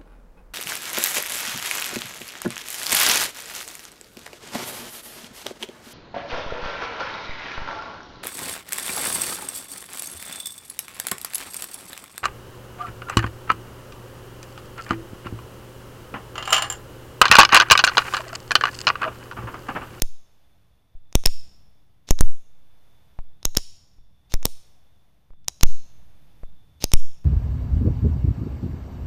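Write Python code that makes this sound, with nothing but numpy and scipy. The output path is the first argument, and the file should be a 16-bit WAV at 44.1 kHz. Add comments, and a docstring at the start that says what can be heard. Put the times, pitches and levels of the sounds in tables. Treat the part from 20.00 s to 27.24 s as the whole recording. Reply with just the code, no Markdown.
"""Spot welder on a steel blade

A capacitor spot welder fires close to the microphone, on a blade lying on a wooden block, mostly two
cracks to a weld. Each discharge snaps, rings the steel and leaves a bright tail in the room; small
sparks tick around it. The current pulse couples into the microphone input as a slow thump that can
overload it. Between welds the probe lands with a dull tap; at rest, hiss drops and a whistle grows."""
import sys
import numpy as np
from scipy import signal
from scipy.fft import rfft, irfft, next_fast_len
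from scipy.io import wavfile
from scipy.ndimage import map_coordinates

SR = 44100
rng = np.random.default_rng(int(sys.argv[2]) if len(sys.argv) > 2 else 0)


def dump_mix(stems):
    """Bounce the given channels to the path in sys.argv[1] as a 16-bit WAV at rate SR."""
    frames = np.atleast_2d(stems).T  # one column per channel
    limited = np.clip(frames, -1, 1)  # hard clip at full scale
    pcm = np.round(limited * 32767).astype(np.int16)
    wavfile.write(sys.argv[1], SR, pcm)


N = 319504
TIME = np.arange(N) / SR
HIT_TIME = np.arange(2048) / SR

# discharges: start_s, snap_db, knock_db, ring_db, ring_centre_hz, spark_lead_s, spark_db,
# jolt_gain, surge_gain (both signed)
DISCHARGES = [(0.0206, -11.5, -24.5, -13, 6490, 0.024, -42, -0.23, 0.64),
              (1.1534, -11, -15.5, -9, 6260, 0.027, -41, -0.77, 0.08),
              (1.2594, -6, -19, -2, 5420, .0218, -33.5, 0.18, -1.34),
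              (2.1080, -14, -17, -10.5, 6120, 0.019, -31.5, -0.5, -1.28),
              (2.2087, -8.5, -17, -13, 4110, .0192, -27.5, 3, 4),
              (3.4530, -15, -19, -8, 6580, .0238, -37, -0.13, .5),
              (3.5709, -8, -13.5, -4.5, 5400, .02, -30, -.27, .15),
              (4.3391, -20.5, -19.5, -17, 5940, .0172, -36.5, -0.07, -0.98),
              (4.4544, -6, -9, -6.5, 4900, .0254, -33, -.11, -.26),
              (5.4826, -17.5, -20, -10.5, 6100, .0373, -61, 0, .012),
              (5.6329, -7, -8, -5, 6100, 0.023, -28.5, 0.32, 3.5),
              (6.841, -13, -20.5, -9, 5900, .0169, -31, -0.25, .03),
              (6.9361, -6.5, -11.5, -10.5, 5420, 0.018, -29, 0.16, -3.5)]
# the probe landing on the blade: start_s, tap_db, surge_gain (signed)
PROBE_TOUCHES = [(0.951, -61, -0.097), (3.1891, -35, -0.25), (3.985, -60.5, -0.034), (5.305, -51, 0.059),
                 (5.335, -55.5, 0.022), (6.434, -39, -0.17)]
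# modes of the blade and probe tips: pitch_hz, t60_s
METAL_MODES = [(3880, 0.0051), (5400, .0048), (6480, 0.0047)]


def discharges(life_s=.0011, sputter=.7):
    """Each discharge knocks the block, snaps and rings the steel: (start_s, room_db, sound)."""
    # the wooden block's knock: frequency_hz, level_db
    knock_spectrum = [(60, 8), (300, 2.5), (600, -1), (1100, -2.5), (1600, -7), (2200, -5.5), (5000, -25.5),
                      (16000, -45.5)]
    # the arc's broad snap: frequency_hz, level_db
    snap_spectrum = [(100, -8), (1800, -9), (2600, -1), (5000, -3.5), (6900, 1.5), (7800, -4), (9700, 2),
                     (11000, -3), (12500, -1), (14500, 0.5), (16000, -11.5)]
    cracks = []
    for start_s, snap_db, knock_db, ring_db, centre_hz, *_ in DISCHARGES:
        knock = amp(knock_db) * struck(impulse_response(knock_spectrum), life_s=.00037, sputter=.92)
        snap = amp(snap_db) * struck(impulse_response(snap_spectrum), life_s, sputter)
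        ring = metal_ring(ring_db + mode_levels(centre_hz), life_s, sputter)
        room_db = -25.5 + .39 * snap_db  # louder snaps get a larger share of room
        cracks.append((start_s, room_db, knock + snap + ring))
    return cracks


def metal_ring(levels_db, life_s, sputter, detune=.01):
    """The steel rings briefly, its modes tuned a little differently at every spot."""
    modes = [np.sin(2 * np.pi * hz * rng.normal(1, detune) * HIT_TIME) * amp(-60 * HIT_TIME / t60_s)
             for hz, t60_s in METAL_MODES]
    return sum(amp(db) * struck(mode, life_s, sputter) for db, mode in zip(levels_db, modes))


def mode_levels(centre_hz, fall_db_per_octave=35, floor_db=-12.5):
    """The spot that is hit favours the modes near one pitch: dB for each mode."""
    octaves = np.abs(np.log2(np.transpose(METAL_MODES)[0] / centre_hz))
    return np.maximum(-fall_db_per_octave * octaves, floor_db)


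def current_thumps(jolt_lag_s=.0006, jolt_over_tap_db=7, coupling_hz=4.75):
    """The microphone input picks up each pulse as a jolt and a slow surge; its coupling swings back."""
    jolt_shape = (1 - np.exp(-TIME / .00022)) * np.exp(-TIME / .02)
    surge_shape = (1 - np.exp(-TIME / .013)) * np.exp(-TIME / .3)
    pulses = [(start_s + jolt_lag_s, jolt, surge) for start_s, *_, jolt, surge in DISCHARGES]
    pulses += [(start_s, -amp(db + jolt_over_tap_db), surge) for start_s, db, surge in PROBE_TOUCHES]
    track = np.zeros(N)
    for start_s, jolt, surge in pulses:
        add(track, start_s, jolt * jolt_shape + surge * surge_shape)
    b, a = signal.butter(1, coupling_hz, "high", fs=SR)
    return signal.lfilter(b, a, signal.lfilter(b, a, track))


def sparks(life_s=.0006, sputter=.5):
    """Each spark is a duller tick that mainly rings the steel's middle mode."""
    # a spark's tick: frequency_hz, level_db
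    tick_spectrum = [(100, 1), (1000, -1), (1500, -5), (2400, -1), (4000, 0), (6800, -2), (7700, -12),
                     (9800, -11), (11000, -19), (16000, -26)]
    track = np.zeros(N)
    for start_s, db in spark_events():
        tick = struck(impulse_response(tick_spectrum), life_s, sputter)
        ring = metal_ring([-8, -3, -8], life_s, sputter)
        add(track, start_s, amp(db) * (tick + ring))
    return track


def spark_events():
    """One spark leads each crack and two flank it, louder when the blade rings hard: (start_s, db)."""
    events = []
    for start_s, _, _, ring_db, _, lead_s, lead_db, *_ in DISCHARGES:
        stutter_db = -12 + 2.8 * ring_db
        events.append((start_s - lead_s, lead_db))
        events += [(start_s - .0036, stutter_db), (start_s + .0118, stutter_db - 5)]
    return events


def contact_sizzle(spiky_db=4):
    """Before some discharges the probe tip fries as it heats, catching softly and growing."""
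    # spells of frying: start_s, end_s, level_db
    spells = [(2.071, 2.11, -45.5), (4.296, 4.348, -49), (6.803, 6.845, -40.5)]
    # the frying tip: frequency_hz, level_db
    frying_spectrum = [(100, 13.5), (1200, -7), (1900, -9), (2600, 3.5), (4000, 4), (6500, 2.5),
                       (8000, -11), (15000, -15.5)]
    envelope = sum(amp(db) * np.interp(TIME, [start, (start + end) / 2, end], [.2, 1, 1], 0, 0)
                   for start, end, db in spells)
    grains = rng.standard_normal(N) * amp(spiky_db * rng.standard_normal(N))
    frying = signal.fftconvolve(grains, impulse_response(frying_spectrum))[:N]
    return envelope * frying / frying.std()


def probe_taps():
    """The probe is set down on the blade with a dull tap."""
    # the tap: frequency_hz, level_db
    tap_spectrum = [(60, -9), (700, 13.5), (1500, -3.5), (4000, -16.5), (16000, -37)]
    track = np.zeros(N)
    for start_s, db, _ in PROBE_TOUCHES:
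        tap = struck(impulse_response(tap_spectrum), life_s=.0012, sputter=.93)
        add(track, start_s, -amp(db) * tap)
    return track


def bench_scatter(t60_s=.08):
    """Short woody reflections off the bench, as a response of energy 1."""
    # the bench's scatter: frequency_hz, level_db
    bench_spectrum = [(60, 4), (200, 8), (600, 8), (1500, -0.5), (3000, -3.5), (6500, -2), (15000, -9)]
    reflections = rng.standard_normal(len(HIT_TIME)) * amp(-60 * HIT_TIME / t60_s)
    scatter = signal.fftconvolve(reflections, impulse_response(bench_spectrum))
    return scatter / np.linalg.norm(scatter)


def room_tail(build_s=.015):
    """The room's bright diffuse answer, of energy 1; each frequency dies at its own speed."""
    # colour of the room: frequency_hz, level_db
    room_spectrum = [(100, -22.5), (1000, -18.5), (1900, -13.5), (2400, -3.5), (4000, 0), (5400, -2),
                     (7000, -1), (8000, -4), (10300, -2), (11500, -6.5), (15400, -8), (15900, -50)]
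    # decay of the room: frequency_hz, t60_s
    room_decay = [(200, .4), (2500, .68), (5500, .78), (8000, .6), (10000, .55), (15000, .44)]
    hz, seconds, bins = signal.stft(rng.standard_normal(SR), SR, nperseg=256)
    gain_db = along(room_spectrum, hz)[:, None] - 60 * seconds / along(room_decay, hz)[:, None]
    tail = signal.istft(bins * amp(gain_db), SR, nperseg=256)[1][:SR]
    tail *= 1 - np.exp(-TIME[:SR] / build_s)
    return tail / np.linalg.norm(tail)


def background(resting_db=2.5, whistle_below_db=11, waver_db=1.8):
    """Hiss, room rumble and a thin wavering whistle; with the probe down, less hiss and more whistle."""
    # colours of the hiss, the rumble and the whistle: frequency_hz, density_db
    hiss_spectrum = [(100, -2), (350, -2), (700, 0), (1500, -8), (3000, -10), (6500, -17), (7500, -23),
                     (9500, -18), (13000, -17), (15400, -19), (15600, -90)]
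    rumble_spectrum = [(20, -7), (45, 2), (70, 0.5), (100, -2), (135, -4.5), (200, -10.5), (250, -20.5),
                       (300, -14.5), (400, -34), (1500, -120)]
    whistle_spectrum = [(2600, -120), (3350, -12), (3500, -2), (3680, -10), (4600, -120)]
    # slow drift shared by hiss and whistle: time_s, level_db
    hiss_drift = [(0, -69.5), (.45, -68), (.9, -73.5), (1.4, -66), (2.0, -73), (2.9, -66), (4.0, -72),
                  (4.6, -66), (5.3, -73.5), (5.9, -65), (7.24, -67.5)]
    # slow drift of the rumble: time_s, level_db
    rumble_drift = [(0, -65), (.9, -65), (1.5, -56.5), (2.1, -65), (3.6, -60.5), (5.2, -64), (5.8, -56),
                    (7.24, -57)]
    shift_db = resting_db * probe_resting()
    drift_db = np.interp(TIME, *np.transpose(hiss_drift))
    hiss = amp(drift_db - shift_db) * noise(hiss_spectrum)
    rumble = amp(np.interp(TIME, *np.transpose(rumble_drift))) * noise(rumble_spectrum)
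    whistle_db = drift_db - whistle_below_db + shift_db + waver_db * wobble(4.9)
    return hiss + rumble + amp(whistle_db) * noise(whistle_spectrum)


def probe_resting():
    """How many times the probe has touched down since it last fired."""
    return sum((TIME > touch_s) & (TIME < min(s for s, *_ in DISCHARGES if s > touch_s))
               for touch_s, *_ in PROBE_TOUCHES)


def struck(response, life_s, sputter):
    """A spike and its dying sputter through a response, with the energy of one millisecond at rms 1."""
    burst = sputter * rng.standard_normal(len(HIT_TIME)) * np.exp(-(HIT_TIME / life_s) ** 2)
    burst[0] += 1
    # flattened, the sputter spreads the blow in time but colours it only mildly
    spectrum = rfft(burst)
    burst = irfft(spectrum / np.abs(spectrum)) * np.exp(-(HIT_TIME / (2 * life_s)) ** 2)
    hit = signal.fftconvolve(burst, response)[:len(HIT_TIME)]
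    return hit / np.linalg.norm(hit) * np.sqrt(SR / 1000)


def impulse_response(spectrum):
    """The shortest (minimum-phase) response with this spectrum."""
    size = len(HIT_TIME)
    gain = amp(along(spectrum, np.fft.rfftfreq(size, 1 / SR)))
    cepstrum = irfft(np.log(gain))
    cepstrum[1:size // 2] *= 2
    cepstrum[size // 2 + 1:] = 0
    return irfft(np.exp(rfft(cepstrum)))


def noise(spectrum):
    """Coloured noise of rms 1."""
    coloured = filtered(rng.standard_normal(N), spectrum)
    return coloured / coloured.std()


def wobble(knots_per_s):
    """A smooth random curve."""
    knots = rng.standard_normal(int(N * knots_per_s / SR) + 4)
    return map_coordinates(knots, [TIME * knots_per_s])


def filtered(sound, spectrum):
    """Shape a sound by (frequency_hz, gain_db) points."""
    size = next_fast_len(N + SR)
    gain = amp(along(spectrum, np.fft.rfftfreq(size, 1 / SR)))
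    return irfft(rfft(sound, size) * gain, size)[:N]


def along(points, hz):
    """Read (frequency_hz, value) points on a log frequency axis."""
    frequencies, values = np.transpose(points)
    return np.interp(np.log(hz + 1), np.log(frequencies + 1), values)


def amp(db):
    """Decibels to amplitude."""
    return 10 ** (np.asarray(db) / 20)


def add(track, start_s, sound):
    """Mix a sound into the track from start_s."""
    part = track[max(round(start_s * SR), 0):][:len(sound)]
    part += sound[:len(part)]


def scene(bench_db=-26, spark_room_db=-26.5):
    """Close cracks and sparks, answered by the bench and the room, over the other layers."""
    track = contact_sizzle() + probe_taps() + current_thumps() + background()
    for start_s, room_db, sound in discharges() + [(.00034, spark_room_db, sparks())]:
        add(track, start_s, sound)
        add(track, start_s, amp(bench_db) * signal.fftconvolve(sound, bench_scatter()))
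        add(track, start_s, amp(room_db) * signal.fftconvolve(sound, room_tail()))
    return track


def record(dry, ceiling=.77):
    """The microphone input overloads, muting the tail under a big thump. The top treble is absent."""
    # the top treble fades above 15 kHz and is gone by 17 kHz: frequency_hz, gain_db
    treble_fade = [(15200, 0), (15700, -11), (16500, -17), (16850, -120)]
    overloaded = dry / (1 + np.abs(dry / ceiling) ** 10) ** (1 / 10)
    return filtered(overloaded, treble_fade)


dry = scene()
out = record(dry)
dump_mix(out)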